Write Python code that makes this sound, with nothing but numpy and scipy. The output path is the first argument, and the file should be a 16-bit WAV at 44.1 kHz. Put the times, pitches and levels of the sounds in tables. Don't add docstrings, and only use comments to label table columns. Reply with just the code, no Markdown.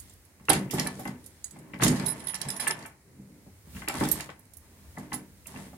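import sys
import numpy as np
from scipy import signal
from scipy.fft import rfft, irfft
from scipy.io import wavfile
from scipy.ndimage import uniform_filter1d

SR = 44100
rng = np.random.default_rng(int(sys.argv[2]) if len(sys.argv) > 2 else 0)


def materialize(psi):
    bounded = np.clip(np.atleast_2d(psi).T, -1, 1)
    quanta = np.round(bounded * 32767).astype(np.int16)
    wavfile.write(sys.argv[1], SR, quanta)


N = 254589
TIME, HZ = np.arange(N) / SR, np.fft.rfftfreq(N, 1 / SR)
RING_TIME = np.arange(SR // 5) / SR

def amp(db):
    return 10 ** (np.asarray(db) / 20)

def decay(t, t60):
    return amp(-60 * t / t60)

def unit_rms(x):
    return x / np.sqrt(np.mean(x ** 2) + 1e-20)

def curve(points, hz=HZ):
    f, value = np.transpose(points)
    return np.interp(np.log(hz + 1), np.log(f + 1), value)

def add(mix, s, sound):
    part = mix[..., round(s * SR):][..., :sound.shape[-1]]
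    part += sound[..., :part.shape[-1]]

def colour(x, db):
    return irfft(rfft(x) * amp(db), x.shape[-1])

def highpass(x, hz):
    return signal.sosfilt(signal.butter(2, hz, "high", fs=SR, output="sos"), x)

def convolve(x, response):
    return signal.oaconvolve(x, np.atleast_2d(response), axes=1)[:, :N]

def pan(left_db):
    gains = amp([[left_db / 2], [-left_db / 2]])
    return 2 * gains / np.linalg.norm(gains)

def ring(modes, t60_scale=1, tilt_db=0, uneven_db=0):
    hz, db, t60 = np.transpose(modes)[..., None]
    db = db + tilt_db * np.log2(hz / 1300) + uneven_db * rng.standard_normal(hz.shape)
    sines = amp(db) * decay(RING_TIME, t60 * t60_scale) * np.sin(2 * np.pi * hz * RING_TIME)
    return (-1.) ** np.arange(len(hz)) @ sines

def favoured(modes, spot_hz, db_per_octave=16):
    return [(hz, db - db_per_octave * abs(np.log2(hz / spot_hz)), t60) for hz, db, t60 in modes]

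def slips(per_s, spread_db):
    size = amp(spread_db * np.minimum(rng.exponential(1, (2, N)), 4)) * rng.standard_normal((2, N))
    return size * (rng.random((2, N)) < per_s / SR)

def swells(starts, lengths, levels_db, rise_s, fall_t60):
    grid = np.arange(0, N / SR + .004, .002)
    t = grid - starts[:, None]
    release = decay(np.maximum(t - np.reshape(lengths, (-1, 1)), 0), fall_t60)
    shapes = amp(levels_db[:, None]) * np.clip(t / rise_s, 0, 1) * release
    return np.interp(TIME, grid, np.linalg.norm(shapes, axis=0))

# f/Hz, correlation
LIKENESS = [(60, 0.89), (180, 0.99), (550, 0.79), (1200, 0.24), (5000, -0.25), (15000, 0.28)]
# f/Hz, left over right/dB
BALANCE = [(60, 0.6), (500, -0.1), (1500, 3.5), (4000, 3.5), (9000, -8.5), (15000, -4.5)]
def stereo(pair):
    left, unlike = rfft(pair)
    same = curve(LIKENESS)
    right = same * left + np.sqrt(1 - same ** 2) * unlike
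    return irfft(np.array([left, right]) * amp(np.outer([.5, -.5], curve(BALANCE))), N)

# f/Hz, relative level/dB
AIR = [(59, -24), (100, -3.5), (1380, -22.5), (2150, -18.5), (3520, -40), (3830, -27), (10200, -25),
       (15300, -52), (16300, -26)]
def hum():
    return amp(-62) * unit_rms(stereo(colour(rng.standard_normal((2, N)), curve(AIR))))

# t/s, level/dB
RUMBLE = [(0.0, -47.5), (0.06, -54), (0.39, -61.5), (0.51, -55), (0.63, -56), (1.64, -59.5), (1.89, -57),
          (2.28, -58), (2.71, -64), (2.92, -64), (3.66, -56), (3.76, -44), (3.92, -62), (4.02, -38.5),
          (4.36, -62.5), (4.93, -52.5), (5.0, -58), (5.77, -53.5)]
# f/Hz, relative level/dB
RUMBLE_TONE = [(20, -39), (35, -11.5), (55, -1), (78, 5.5), (100, 2), (130, -28.5)]
def rumble():
    noise = colour(rng.standard_normal((2, N)), curve(RUMBLE_TONE))
    return amp(np.interp(TIME, *np.transpose(RUMBLE))) * unit_rms(stereo(noise))

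def room(x):
    t = np.arange(SR // 2) / SR
    echoes = rng.choice([-1., 1.], (2, len(t))) * (rng.random((2, len(t))) < .05) * (t > .004)
    tail = signal.lfilter([1], [1, -.5], echoes * decay(t, t60=.18))
    return convolve(x, tail / np.linalg.norm(tail[0]))

# t/s, length/s, scrape level/dB, panel level/dB, frame level/dB
STROKES = [(0, 0.11, -62.5, -60.5, -75), (0.225, 0.36, -91, -67, -77), (0.5, 0.025, -35, -34, -46),
           (0.703, 0.15, -45, -64, -45.5), (0.896, 0.18, -54.5, -49, -58),
           (1.17, 0.41, -65.5, -68.5, -71.5), (1.51, 0.38, -79, -49.5, -63.5),
           (1.81, 0.018, -24.5, -22.5, -54), (1.885, 0.2, -46.5, -53.5, -43.5),
           (2.095, 0.21, -54.5, -49, -52), (2.378, 0.19, -52, -48, -49),
           (2.599, 0.053, -43.5, -46.5, -42.5), (2.673, 0.16, -57.5, -48, -51.5),
           (3.038, 0.38, -92, -55.5, -77), (3.636, 0.19, -68.5, -52, -66), (3.742, 0.068, -50, -61, -61),
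           (3.91, 0.083, -42, -45.5, -44), (3.99, 0.21, -44, -58.5, -48), (4.358, 0.25, -85, -80, -78),
           (4.6, 0.41, -73.5, -62, -70), (4.94, 0.11, -62.5, -49.5, -58), (5.09, 0.028, -59, -43, -58),
           (5.453, 0.21, -55, -52.5, -58), (5.55, .2, -78, -67, -82)]
def sliding(part):
    starts, lengths, *levels = np.transpose(STROKES)
    db = levels[["scrape", "panel", "frame"].index(part)]
    return swells(starts, lengths, db, rise_s=.031, fall_t60=.3)

# f/Hz, relative level/dB
GRIT = [(120, -72), (500, -18.5), (1180, -20), (2000, 1), (2160, -8), (2970, -4.5), (3210, -1.5),
        (6720, -3.5), (10200, -3), (12400, -10.5), (14400, -17.5), (16300, -28.5)]
def scrape():
    grit = colour(slips(per_s=2500, spread_db=2.5), curve(GRIT))
    return sliding("scrape") * unit_rms(stereo(grit))

# t/s, level/dB, tilt/(dB per octave), t60/s
CLICKS = [(0.094, -51.5, 7, 0.058), (0.134, -50, 15, 0.035), (.248, -55, 11, 0.057), (0.451, -49, 1, 0.033),
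          (0.4906, -30.5, 2, 0.038), (0.4968, -23, 7, 0.031), (0.4991, -19.5, -8.5, 0.042),
          (0.5152, -31, -11, 0.04), (0.529, -22.5, 4.5, 0.051), (0.5463, -34.5, -8, 0.092),
          (0.708, -32, 6, 0.086), (0.735, -35.5, 11, 0.14), (0.7823, -30, -6, 0.038),
          (0.795, -22.5, 5, 0.027), (0.8005, -21.5, -14, 0.0069), (0.87, -27, 1, 0.024),
          (0.992, -44.5, 14, 0.14), (1.0504, -46.5, 15, 0.059), (1.074, -38.5, 0.5, 0.043),
          (1.239, -54.5, 7.5, 0.12), (1.26, -40.5, 11, 0.054), (1.4408, -33, 3, 0.014),
          (1.507, -43.5, 6, 0.021), (1.586, -50.5, 9, 0.054), (1.7392, -46, -8, 0.033),
          (1.787, -49, 3, 0.036), (1.8052, -33.5, -16, 0.058), (1.8207, -36, -4, 0.055),
          (1.8327, -18.5, 3, 0.079), (1.8434, -21.5, 8, 0.033), (1.8621, -25, -12, 0.04),
          (1.878, -21.5, 3.5, 0.054), (1.9602, -38.5, -1, 0.066), (1.9962, -28.5, -6, 0.02),
          (2.0621, -28, 2, 0.022), (2.201, -43, -4, 0.036), (2.272, -34.5, -5.5, 0.017),
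          (2.28, -36, -2, 0.029), (2.2948, -34.5, -3, 0.019), (2.3416, -35, -7, 0.028),
          (2.35, -30.5, 1, .03), (2.384, -46, 19, .02), (2.4135, -26, 1.5, 0.022), (2.485, -36, -12, 0.039),
          (2.501, -24, 5, 0.018), (2.562, -35, 1, 0.026), (2.599, -37.5, -3, 0.14),
          (2.6733, -28.5, 12, 0.073), (2.6781, -28.5, -10, 0.031), (2.709, -26, -13, 0.017),
          (2.788, -46.5, 8, 0.041), (2.824, -42.5, -7.5, 0.029), (2.8585, -46, 12, 0.09),
          (3.8834, -16.5, 4, 0.014), (4, -36, 2, 0.059), (4.035, -31.5, -1, 0.04),
          (4.05, -32.5, -0.5, 0.032), (4.086, -21.5, 11.5, 0.015), (4.113, -24, 10.5, 0.058),
          (4.205, -28, 3, 0.024), (4.2905, -32, -21.5, 0.013), (4.299, -44.5, -7, 0.034),
          (4.392, -43, 23, 0.021), (4.4518, -54.5, 11, .03), (4.5344, -43.5, 14, 0.041),
          (4.568, -39.5, 21, 0.042), (4.981, -45.5, 3, 0.041), (4.994, -47.5, 7, 0.036),
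          (5.129, -32, -0.5, 0.04), (5.141, -29.5, 13.5, 0.05), (5.4673, -38, 13.5, 0.058)]
def clicks():
    out, t, hz = np.zeros((2, N)), np.arange(8192) / SR, np.fft.rfftfreq(8192, 1 / SR)
    crack_time = t - .0011
    crack = amp(-2) * decay(crack_time, t60=.013) * np.clip(crack_time / .0026, 0, 1)
    for s, db, tilt_db, t60 in CLICKS:
        lumps = unit_rms(uniform_filter1d(uniform_filter1d(rng.standard_normal(len(hz)), 60), 60))
        tone_db = curve(GRIT, hz) + tilt_db * np.log2(hz / 7000 + .11) + 3.5 * np.clip(lumps, -2, 1.5)
        burst = unit_rms(colour(rng.standard_normal((2, len(t))), tone_db))
        body = decay(t, t60) * np.minimum(t / .0048, 1)
        add(out, s, amp(db) * pan(-6 - .54 * tilt_db) * burst * (body + crack))
    return out

def clinks(hits, modes, t60_scale, left_db):
    out = np.zeros((2, N))
    for s, db, free_s, *spot_hz in hits:
        struck = favoured(modes, *spot_hz, db_per_octave=17) if spot_hz else modes
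        envelope = np.minimum(RING_TIME / .00025, 1) * decay(np.maximum(RING_TIME - free_s, 0), t60=.02)
        sound = ring(struck, t60_scale, uneven_db=2.5) * envelope
        late = np.roll(sound, rng.integers(1, 6))
        add(out, s, amp(db) * pan(left_db) * np.array([late, sound]) / abs(sound).max())
    return out

# t/s, level/dB, free ringing/s, favoured f/Hz
WASHER_HITS = [(.494, -12, 0.0052, 10400), (.497, -17.5, 0.0073, 10400), (.5, -8.5, 0.0025, 10400),
               (.506, -25, 0.003, 10400), (.522, -39, 0.057, 10800), (.59, -58, 0.035, 10800),
               (.87, -26, 0.0046, 10500), (2.061, -22.5, 0.055, 9850), (2.083, -20.5, 0.01, 10100),
               (2.1, -25.5, 0.034, 10200), (2.195, -40.5, 0.033, 8300), (2.24, -42.5, 0.047, 10300),
               (2.27, -24.5, 0.0031, 10300), (2.282, -27.5, 0.013, 10300), (2.296, -31.5, 0.038, 9600),
               (2.343, -30, 0.0054, 10600), (2.352, -33.5, 0.0093, 10600), (2.415, -24.5, 0.0037, 9100),
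               (2.486, -25.5, 0.0072, 8200), (2.503, -31, 0.074, 8500), (2.565, -35, 0.021, 10600),
               (2.598, -25.5, 0.054, 9300), (2.71, -35.5, 0.029, 10200), (5.136, -32, 0.025, 10520)]
PIN_HITS = [(.001, -35, 0.11, 10000), (1.443, -25, 0.05, 7300), (1.51, -39.5, 0.034, 7500)]
BAR_HITS = [(.864, -29, 0.11, 1580), (2.338, -39, 0.098, 1740), (2.41, -41.5, 0.096, 1750),
            (2.49, -46, 0.041, 1740), (2.595, -38, 0.07, 1830), (2.671, -24, 0.05, 1480),
            (2.704, -23.5, 0.019, 1480), (2.855, -40.5, 0.075, 1430), (4.2, -39, 0.027, 1960)]
# f/Hz, level/dB, unscaled t60/s
WASHER_MODES = [(3990, 1, .08), (5240, -5, .05), (7456, -18, .06), (8113, -8, .07), (10390, 0, .14),
                (10450, -11, .12), (14540, -10, .11)]
PIN_MODES = [(4800, 2, .025), (6420, -7, .03), (6705, 3, .035), (7905, -4, .11), (9200, -8, .08),
             (9520, 0, .1), (12940, 2, .055), (14950, -6, .04)]
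BAR_MODES = [(414, 3, .25), (891, 0, .17), (1300, -9, .09), (1744, 0, .16), (2045, -5, .09),
             (2299, -1, .15), (2690, -5, .07)]
def latch_clinks():
    return (clinks(WASHER_HITS, WASHER_MODES, t60_scale=1.6, left_db=-20)
            + clinks(PIN_HITS, PIN_MODES, t60_scale=1, left_db=-12)
            + clinks(BAR_HITS, BAR_MODES, t60_scale=.95, left_db=1.5))

# t/s, level/dB, free ringing/s
LINK_HITS = [(.797, -20.5, .007), (2.344, -27, .007), (2.352, -31, .01), (2.415, -50, .005),
             (2.503, -29.5, 0.0046), (2.612, -30, .02), (2.709, -21, 0.01)]
FORK_HITS = [(2.676, -16.5, 0.006), (2.682, -17, 0.003), (2.709, -22, 0.0096), (2.862, -39.5, 0.022),
             (5.475, -63, 0.14)]
HANDLE_HITS = [(4.088, -42, .015), (4.115, -11, 0.11), (4.57, -50, 0.079), (4.99, -49, .02)]
HUB_HITS = [(4.028, -30.5, .03), (4.972, -35, .1), (5.119, -33.5, 0.013), (5.137, -31, .1)]
# f/Hz, level/dB, unscaled t60/s
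LINK_MODES = [(4920, -6, .02), (5320, 0, .025), (5850, -6, .02), (7350, -7, .02)]
FORK_MODES = [(8700, -1, .035), (9877, 0, .045)]
HANDLE_MODES = [(6072, -19, .07), (8120, -14, .14), (10410, -12, .1), (11625, 0, .055), (12280, -8, .08),
                (13490, -9, .09), (14540, -15, .08)]
HUB_MODES = [(754, -3, .13), (829, 0, .08), (895, -3, .1), (1030, -6, .1), (1734, -7, .09), (2013, -1, .06)]
def fastening_clinks():
    return (clinks(LINK_HITS, LINK_MODES, t60_scale=.95, left_db=-9)
            + clinks(FORK_HITS, FORK_MODES, t60_scale=.8, left_db=-17)
            + clinks(HANDLE_HITS, HANDLE_MODES, t60_scale=.95, left_db=-12)
            + clinks(HUB_HITS, HUB_MODES, t60_scale=.95, left_db=1.5))

# f/Hz, level/dB, unscaled t60/s
PANEL_MODES = [(132, 4.5, 0.17), (158.7, -2.5, 0.48), (194.4, 0, 0.26), (230.4, -4, 0.2),
               (252.2, -2.5, 0.22), (302.8, -0.5, 0.16), (349.8, -5, 0.14), (380.2, -7, 0.15),
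               (417.3, 0, 0.053), (543, -2, 0.028)]
FRAME_MODES = [(586, -5.5, 0.056), (733.4, 0, 0.093), (762, 2, 0.081), (843, 2, 0.044), (1121, 3.5, 0.024),
               (1333, -1.5, 0.039), (1516, -4, 0.052), (1672, 0.5, 0.017), (2067, -1, 0.024),
               (2317, -5.5, 0.036), (2710, -3.5, 0.012), (3270, -24.5, 0.11)]
def shudder(starts, frame_db, panel_db, swell_s=.0047):
    panel_ring = ring(PANEL_MODES, t60_scale=.9)
    bar_ring = amp(-15) * ring(favoured(BAR_MODES, 1400), t60_scale=.36)
    frame_ring = ring(FRAME_MODES, t60_scale=.23) + bar_ring
    panel = unit_rms(convolve(slips(per_s=900, spread_db=1.24), panel_ring))
    frame = unit_rms(convolve(slips(per_s=1500, spread_db=1.8), frame_ring))
    panel *= np.hypot(sliding("panel"), swells(starts, swell_s, panel_db - 9.5, swell_s, fall_t60=.67))
    frame *= np.hypot(sliding("frame"), swells(starts, swell_s, frame_db - 20, swell_s, fall_t60=.39))
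    return panel + frame

# t/s, frame level/dB, panel level/dB, frame tilt/(dB per octave), favoured panel f/Hz
BLOWS = [(0.397, -51, -45.5, 5, 191), (0.4843, -14.5, -25, 9.5, 370), (.503, -24.5, -24.5, -7, 175),
         (0.497, -16, -22, -7, 337), (0.531, -20, -27, 22, 165), (.548, -36, -25.5, 0, 250),
         (.566, -37, -27.5, -5, 235), (0.58, -39, -48, -7, 158), (0.699, -37, -46, 22, 200),
         (0.733, -28.5, -24.5, -13, 392), (0.777, -27.5, -25, -14, 245), (.783, -30, -49.5, 24, 200),
         (.792, -27.5, -46, 16, 200), (0.848, -32, -32, -34, 306), (0.871, -31.5, -48.5, -1, 200),
         (.99, -35, -38.5, -17, 248), (1.053, -27.5, -31.5, 0, 296), (1.078, -37.5, -35.5, -10, 202),
         (1.559, -44.5, -44, 0, 201), (1.735, -31.5, -35, 5.5, 198), (1.797, -29, -33.5, -1, 201),
         (1.821, -15.5, -22.5, 5, 370), (1.832, -38, -22, -9, 214), (1.84, -27, -18.5, 0, 211),
         (1.857, -28, -20.5, -2, 289), (1.873, -32, -18.5, 2, 216), (1.897, -26, -20.5, 5, 207),
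         (1.92, -33, -30, 4, 393), (1.924, -36, -25.5, 0, 132), (1.989, -35, -29, -9, 200),
         (2.025, -50, -30, 0, 151), (2.336, -32.5, -47, 5, 200), (2.452, -37.5, -32.5, -1, 155),
         (2.596, -29, -70, 6, 200), (2.668, -20, -37.5, 12, 400), (2.702, -33.5, -41.5, 10, 406),
         (2.851, -35, -47.5, 12, 300), (3.186, -60, -43.5, -2, 208), (3.463, -51, -45, -17.5, 271),
         (3.749, -42, -37, 14, 183), (3.765, -35.5, -49, 14, 186), (3.818, -33, -45.5, 4.5, 199),
         (3.877, -22.5, -33.5, 7, 354), (3.895, -25, -45, 6, 300), (3.945, -32, -30.5, 2, 260),
         (4.008, -20, -20.5, -6, 340), (4.019, -47, -36, -7, 143), (4.03, -28.5, -32, -10, 367),
         (4.048, -30, -29, 6, 270), (4.2, -30, -68, 10.5, 200), (4.2897, -34.5, -69, 2, 247),
         (4.974, -36, -34, -9, 230), (5.121, -29, -30.5, 3, 224), (5.137, -36, -61, 2, 202),
         (5.458, -41.5, -73, 21, 200), (5.54, -42, -42.5, -8, 199), (5.559, -36, -35.5, 9.5, 203),
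         (5.585, -41, -40.5, -6, 252), (5.729, -45, -41.5, -11, 197)]
def door():
    steel, thumps = shudder(*np.transpose(BLOWS)[:3]), np.zeros(N)
    lurch = amp(-10) * np.sin(2 * np.pi * 51.6 * RING_TIME) * decay(RING_TIME, t60=.08)
    for s, frame_db, panel_db, tilt_db, spot_hz in BLOWS:
        contact = rng.standard_normal((2, 900)) * np.exp(-np.arange(900) / 147)
        clang = convolve(contact, ring(FRAME_MODES, tilt_db=tilt_db, uneven_db=-.5))
        clang = clang[:, :len(RING_TIME)] * decay(RING_TIME, t60=.12)
        boom = ring(favoured(PANEL_MODES, spot_hz), t60_scale=.94)
        add(steel, s, amp(frame_db) * clang / abs(clang).max(1)[:, None])
        add(steel, s, amp(panel_db) * boom / abs(boom).max())
        add(thumps, s, amp(panel_db) * lurch)
    steel = highpass(steel, hz=99.2)
    echoes = room(highpass(steel, hz=350))
    return stereo(steel + amp(-7.5) * echoes) + thumps

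def scene():
    contacts, ringing = clicks(), latch_clinks() + fastening_clinks()
    echoes = room(amp(-5) * contacts + amp(-13.5) * ringing)
    return door() + contacts + ringing + echoes + scrape() + hum() + rumble()

def record(dry):
    rounded = .9 * np.tanh(highpass(dry, hz=42) / .9)
    band_limit = signal.firwin(511, 16000, window=("kaiser", 9), fs=SR)
    return signal.oaconvolve(rounded, band_limit[None], "same", axes=1)

dry = scene()
out = record(dry)
materialize(out)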